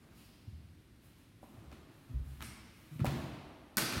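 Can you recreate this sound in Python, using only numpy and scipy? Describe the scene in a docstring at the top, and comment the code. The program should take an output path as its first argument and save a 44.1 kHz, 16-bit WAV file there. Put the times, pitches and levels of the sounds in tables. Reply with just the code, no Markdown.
"""A big gym hall, the microphone a few metres from two people drilling with wooden training swords.
The blades tap, slide and at last crack together hard, chattering and ringing briefly. Dull blows land
on arm and body, the sprung floor booms under the feet, clothes rustle, soles drag, twist and slap.
Floor, ceiling and far wall throw each sound back into a long reverberation over a quiet rumble."""
import sys
import numpy as np
from scipy import signal
from scipy.fft import rfft, irfft
from scipy.io import wavfile

SR = 44100
rng = np.random.default_rng(int(sys.argv[2]) if len(sys.argv) > 2 else 0)


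def dump_mix(stems):
    """Bounce the given channels to the path in sys.argv[1] as a 16-bit WAV at rate SR."""
    frames = np.atleast_2d(stems).T  # one column per channel
    limited = np.clip(frames, -1, 1)  # hard clip at full scale
    pcm = np.round(limited * 32767).astype(np.int16)
    wavfile.write(sys.argv[1], SR, pcm)


N = 176400
T = np.arange(N) / SR

# Levels are relative within a table; a colour is a spectrum with the columns freq_hz, gain_db.
# the blades chattering in the hard strike: start_s, level_db
CHATTER = [(3.7701, -10), (3.7709, -14), (3.7716, -13)]
# colour of that crack towards the microphone, and averaged over all directions
CRACK_MIC_COLOUR = [(80, 0), (200, 23), (400, -7), (800, -13), (1450, 16), (1850, 1), (2400, -29),
                    (3500, -7), (4500, 10.5), (6400, 4.5), (8500, 0), (12000, 3.5), (16000, 4)]
CRACK_HALL_COLOUR = [(60, 4), (110, 11), (190, 6.5), (290, 11), (420, 0), (680, 4.5), (950, 4.5),
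                     (1450, 11.5), (2300, 6.5), (3400, 2), (4700, 6), (7300, 1.5), (9000, 5.5),
                     (12000, 2.5), (16000, -5)]
# ringing of the blades: pitch_hz, level_db, t60_s
BLADE_MODES = [(1305, -1, 0.12), (1360, -10, 0.37), (1550, 1, 0.26), (1563, 6, 0.19), (2780, 1, 0.069),
               (3450, 0, 0.073), (3830, -3.5, 0.08), (4770, 4.5, 0.056), (5020, -5, 0.14),
               (5740, -19, 0.21), (5930, 5, 0.053), (6670, 6, 0.085), (9200, -5, 0.16), (11800, 9, 0.098)]
# light contacts of blades, and last the slap of a landing foot:
# start_s, level_db, treble_corner_hz, direct_db (bodies may screen the microphone)
TAPS = [(1.716, -39.5, 2780, 0.5), (2.4068, -34.5, 2385, 6), (2.416, -32, 2840, 0),
        (2.424, -46, 5960, 20.5), (2.994, -27, 1030, -1), (3.055, -22, 3160, 1.5), (3.06, -46, 4000, 11),
        (3.9251, -23, 4030, 3), (3.969, -22.5, 1900, 3.5)]
TAP_COLOUR = [(100, 20), (250, 16.5), (500, 0.5), (1300, 13.5), (2500, 11), (5000, 6), (9000, 7.5),
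              (16000, 12)]
# blade sliding along blade: start_s, level_db, rise_s, fade_s
SLIDES = [(2.422, -47.5, 0.014, 0.022)]
SLIDE_COLOUR = [(300, -24), (1200, 6), (2100, 12), (3500, -6.5), (5500, 8), (7200, 2), (9000, 10),
                (12000, 3), (15500, -13)]
# dull blows on arm and body: start_s, level_db, slap_db
KNOCKS = [(1.43, -43, -77), (1.718, -49.5, -73), (3.0452, -24, -39)]
# their resonances: pitch_hz, level_db, t60_s
KNOCK_MODES = [(231.3, -5, 0.13), (304, -13.5, 0.1), (595, 1, 0.034), (757, 3, 0.028), (954, -11, 0.044)]
# colour of a knock averaged over all directions
KNOCK_HALL_COLOUR = [(70, -2), (150, 13), (240, 28), (330, 25.5), (450, 15.5), (620, 23), (870, 20.5),
                     (1100, 21), (2500, -19), (16000, -29)]
# footfalls on the sprung floor: start_s, level_db, pitch_hz, time_to_full_load_s
STEPS = [(.471, -39.5, 100.2, 0.012), (0.521, -41.5, 79, .02), (0.587, -48.5, 90.5, 0.013),
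         (1.568, -48, 108, 0.016), (1.654, -47.5, 69.3, 0.032), (2.092, -41.5, 119.5, 0.017),
         (2.131, -30, 62.2, 0.024), (2.193, -33, 65.3, 0.01), (2.249, -42, 64.9, 0.038),
         (2.909, -43, 148.8, 0.015), (2.954, -39, 130, 0.0087), (2.996, -28, 190, 0.0027),
         (3.011, -22, 122.2, 0.0062), (3.028, -29, 162.6, 0.0079), (3.055, -33.5, 75, 0.018),
         (3.965, -31.5, 99.5, .008)]
# clothes and shuffling soles: start_s, level_db, rise_s, fade_s
RUSTLES = [(.12, -66, 0.062, 0.065), (.98, -67, 0.074, 0.043), (1.14, -71, 0.047, .05),
           (1.40, -68.5, 0.022, 0.11), (1.85, -74, 0.063, 0.6), (2.21, -68.5, 0.065, 0.4),
           (2.72, -70.5, 0.072, .09), (2.89, -65.5, 0.039, 0.043), (3.06, -62, 0.098, 0.093)]
RUSTLE_COLOUR = [(200, -4), (700, 4.5), (1500, 7), (3000, 5), (5000, -0.5), (7300, -1), (9000, 2.5),
                 (12500, 2.5), (16000, -2)]
# a low thud dying away in the hall at the start, then soles dragging: start_s, level_db, rise_s, fade_s
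THUD_AND_DRAGS = [(0, -64, 0.008, 0.1), (1.47, -66.5, 0.06, 0.24), (2.0, -72.5, 0.058, 0.18),
                  (2.51, -84, .04, 0.089)]
THUD_AND_DRAG_COLOUR = [(150, 7), (290, 8), (500, -5), (900, -2), (1300, 0), (2800, -12.5), (5000, -17),
                        (15000, -23)]
# a sole twisting: start_s, level_db, rise_s, fade_s
SCUFFS = [(.08, -68, 0.1, 0.16)]
SCUFF_COLOUR = [(200, -14), (1500, -14), (2600, 1.5), (3800, -2), (4900, 4), (6000, -5), (15000, -6)]
# first reflections at the microphone: delay_s, level_db
REFLECTIONS = [(.0062, -9.5), (.0078, -7), (.0101, -0.5), (0.013, -1), (.0225, -18.5), (0.0516, -8.5),
               (.002, -10.5), (.0042, -18)]
# reverberant tail of the hall: freq_hz, t60_s
TAIL_T60 = [(60, 1.08), (160, 1.01), (500, 2.2), (1400, 1.92), (3000, 1.75), (5000, 1.4), (9000, 0.8),
            (16000, 0.44)]
TAIL_COLOUR = [(50, -2.5), (150, 8), (500, 4), (1500, -4), (4000, 1.5), (8000, -4), (16000, 0)]
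# colour of the hall's steady rumble
ROOM_TONE_COLOUR = [(20, -48), (35, -1), (55, -1.5), (100, 0), (200, -5.5), (300, -6.5), (450, -19),
                    (900, -25), (2000, -24.5), (4000, -29), (7500, -37.5), (8500, -34), (12500, -35.5),
                    (16000, -43.5)]


def strike(hall_db=-10, ring_db=-54):
    """The blades meet hard, chatter and ring briefly; the hall takes the chatter as one blow."""
    out, start = np.zeros((2, N)), CHATTER[0][0]
    for at, db in CHATTER:
        add(out[0], at, undb(db) * contact(CRACK_MIC_COLOUR, fade_s=0.00022, direct_db=0)[0])
    add(out[1], start, undb(hall_db) * click(CRACK_HALL_COLOUR))
    add(out, start, undb(ring_db) * ring(BLADE_MODES))
    return out


def taps():
    """Light contacts of blades and the slap of a landing foot, each with its own treble roll-off."""
    out = np.zeros((2, N))
    for at, db, corner_hz, direct_db in TAPS:
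        tap = contact(TAP_COLOUR, fade_s=0.0019, direct_db=direct_db)
        add(out, at, undb(db) * lowpass(tap, corner_hz, order=1))
    return out


def contact(colour, fade_s, direct_db):
    """A brief hit: row 0 is the gritty crunch at the microphone, row 1 the even pulse into the hall."""
    t = T[:1024]
    crunch = undb(direct_db) * unit(rng.standard_normal(len(t)) * np.exp(-t / fade_s))
    pulse = click(colour)
    return np.array([signal.fftconvolve(crunch, pulse)[:len(pulse)], pulse])


def knocks(top_hz=1020):
    """Hollow blows with a small slap; a padded contact is slow to push, so the thud is dull."""
    out = np.zeros((2, N))
    thud = lowpass(ring(KNOCK_MODES), top_hz, order=4) / 2
    for at, db, slap_db in KNOCKS:
        add(out[0], at, undb(db) * thud)
        add(out[1], at, undb(db) * click(KNOCK_HALL_COLOUR))
        add(out, at, undb(slap_db) * contact(TAP_COLOUR, fade_s=0.0038, direct_db=5.5))
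    return out


def footfalls(overtone_ratio=2.1, overtone_db=-15):
    """Weight comes onto the sprung floor, which booms for a few cycles."""
    out, t = np.zeros(N), T[:SR // 2]
    for at, db, hz, load_s in STEPS:
        swell = (t / load_s * np.exp(1 - t / load_s)) ** 2
        phase = 2 * np.pi * hz * t
        boom = np.sin(phase) + undb(overtone_db) * np.sin(overtone_ratio * phase)
        add(out, at, undb(db) * swell * boom)
    return out


def rubbing(events, colour, grain_db, grain_s):
    """Grainy noise that swells and fades: friction of wood, cloth or sole, or a thud dying away."""
    effort = np.zeros(N)
    for at, db, rise_s, fade_s in events:
        swell = np.clip((T - at) / rise_s, 0, 1)
        effort += undb(db) * swell * np.exp(-np.maximum(T - at - rise_s, 0) / fade_s)
    grain = undb(grain_db * np.interp(T / grain_s, np.arange(N), rng.standard_normal(N)))
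    return effort * grain * noise(colour)


def hall(tail_db=7.5, build_s=0.0048, near_db=1.5, far_wall_db=-13):
    """Response of the gym: a long tail, near scatter, the far wall and smeared first reflections."""
    t = T[:2 * SR]
    hz = np.fft.rfftfreq(len(t), 1 / SR)
    first_s = REFLECTIONS[0][0]
    age = np.maximum(t - first_s, 0)

    def scatter(delay_s, fade_s):
        """A reflection spread into a dying burst of noise."""
        burst = rng.standard_normal(len(t)) * (t > delay_s)
        return unit(burst * np.exp(-np.maximum(t - delay_s, 0) / fade_s))

    white = rfft(rng.standard_normal(len(t)))
    centres_hz = np.geomspace(40, 16000, 14)
    tail = 0
    for centre, share in zip(centres_hz, np.eye(len(centres_hz))):
        band = irfft(white * along(list(zip(centres_hz, share)), hz))
        decay = np.exp(-np.log(1000) * age / along(TAIL_T60, centre))
        tail += band * undb(along(TAIL_COLOUR, centre)) * decay
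    tail = undb(tail_db) * unit(tail * (1 - np.exp(-age / build_s)))
    near = undb(near_db) * scatter(first_s, fade_s=0.054)
    far_wall = undb(far_wall_db) * lowpass(scatter(delay_s=0.18, fade_s=0.031), hz=3980)
    early = sum(undb(db) * scatter(delay_s, fade_s=0.0021) for delay_s, db in REFLECTIONS)
    return tail + near + far_wall + early


def at_mic(direct, radiated):
    """Direct sound plus the hall's answer, which differs for each place in the room."""
    return direct + signal.fftconvolve(radiated, hall())[:N]


def room_tone(level_db=-61):
    """The quiet, steady rumble of the hall."""
    return undb(level_db) * noise(ROOM_TONE_COLOUR)


def undb(db):
    """Decibels to gain."""
    return 10 ** (np.asarray(db) / 20)


def unit(x):
    """Scale to an energy of 1."""
    return x / np.sqrt(np.sum(x ** 2))


def along(points, hz):
    """Read a table on a log-frequency axis."""
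    freqs, values = np.array(points, float).T
    return np.interp(np.log(np.maximum(hz, 1)), np.log(freqs), values)


def noise(colour):
    """Noise of the given colour, rms 1."""
    gain = undb(along(colour, np.fft.rfftfreq(N, 1 / SR)))
    return unit(irfft(rfft(rng.standard_normal(N)) * gain, N)) * np.sqrt(N)


def click(colour, size=2048):
    """The shortest causal pulse of the given colour."""
    gain = undb(along(colour, np.fft.rfftfreq(size, 1 / SR)))
    cepstrum = irfft(np.log(gain))
    cepstrum[1:size // 2] *= 2
    cepstrum[size // 2 + 1:] = 0
    return irfft(np.exp(rfft(cepstrum)))


def lowpass(x, hz, order=2):
    """Dull the treble above a corner."""
    return signal.sosfilt(signal.butter(order, hz, fs=SR, output="sos"), x)


def ring(modes):
    """Decaying modes after one blow."""
    t = T[:SR // 2]
    return sum(undb(db) * np.sin(2 * np.pi * hz * t) * np.exp(-np.log(1000) * t / t60)
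               for hz, db, t60 in modes)


def add(out, at, sound):
    """Mix a sound in at a time in seconds."""
    i = int(at * SR)
    out[..., i:i + sound.shape[-1]] += sound[..., :max(N - i, 0)]


def scene(step_wet_db=-16, knock_wet_db=-4, rub_db=-8):
    """The drill from a few metres away, in mono, over the room tone."""
    steps = footfalls()
    knock_direct, knock_radiated = knocks()
    slide = rubbing(SLIDES, SLIDE_COLOUR, grain_db=2.5, grain_s=0.0015)
    clothes = rubbing(RUSTLES, RUSTLE_COLOUR, grain_db=0.5, grain_s=0.0094)
    thud_and_drags = rubbing(THUD_AND_DRAGS, THUD_AND_DRAG_COLOUR, grain_db=6.5, grain_s=0.008)
    scuff = rubbing(SCUFFS, SCUFF_COLOUR, grain_db=4.5, grain_s=0.0036)
    rubs = undb(rub_db) * (slide + clothes + thud_and_drags + scuff)
    feet = at_mic(steps, undb(step_wet_db) * steps)
    blows = at_mic(knock_direct, undb(knock_wet_db) * knock_radiated)
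    hits = at_mic(*taps()) + at_mic(*strike())
    return (hits + blows + feet + at_mic(rubs, rubs) + room_tone())[None]


def record(dry, low_cut_hz=42, top_hz=15850):
    """The microphone drops the deepest bass and the highest treble."""
    thin = signal.sosfilt(signal.butter(4, low_cut_hz, "high", fs=SR, output="sos"), dry)
    return signal.sosfilt(signal.ellip(10, .1, 80, top_hz, fs=SR, output="sos"), thin)


dry = scene()
out = record(dry)
dump_mix(out)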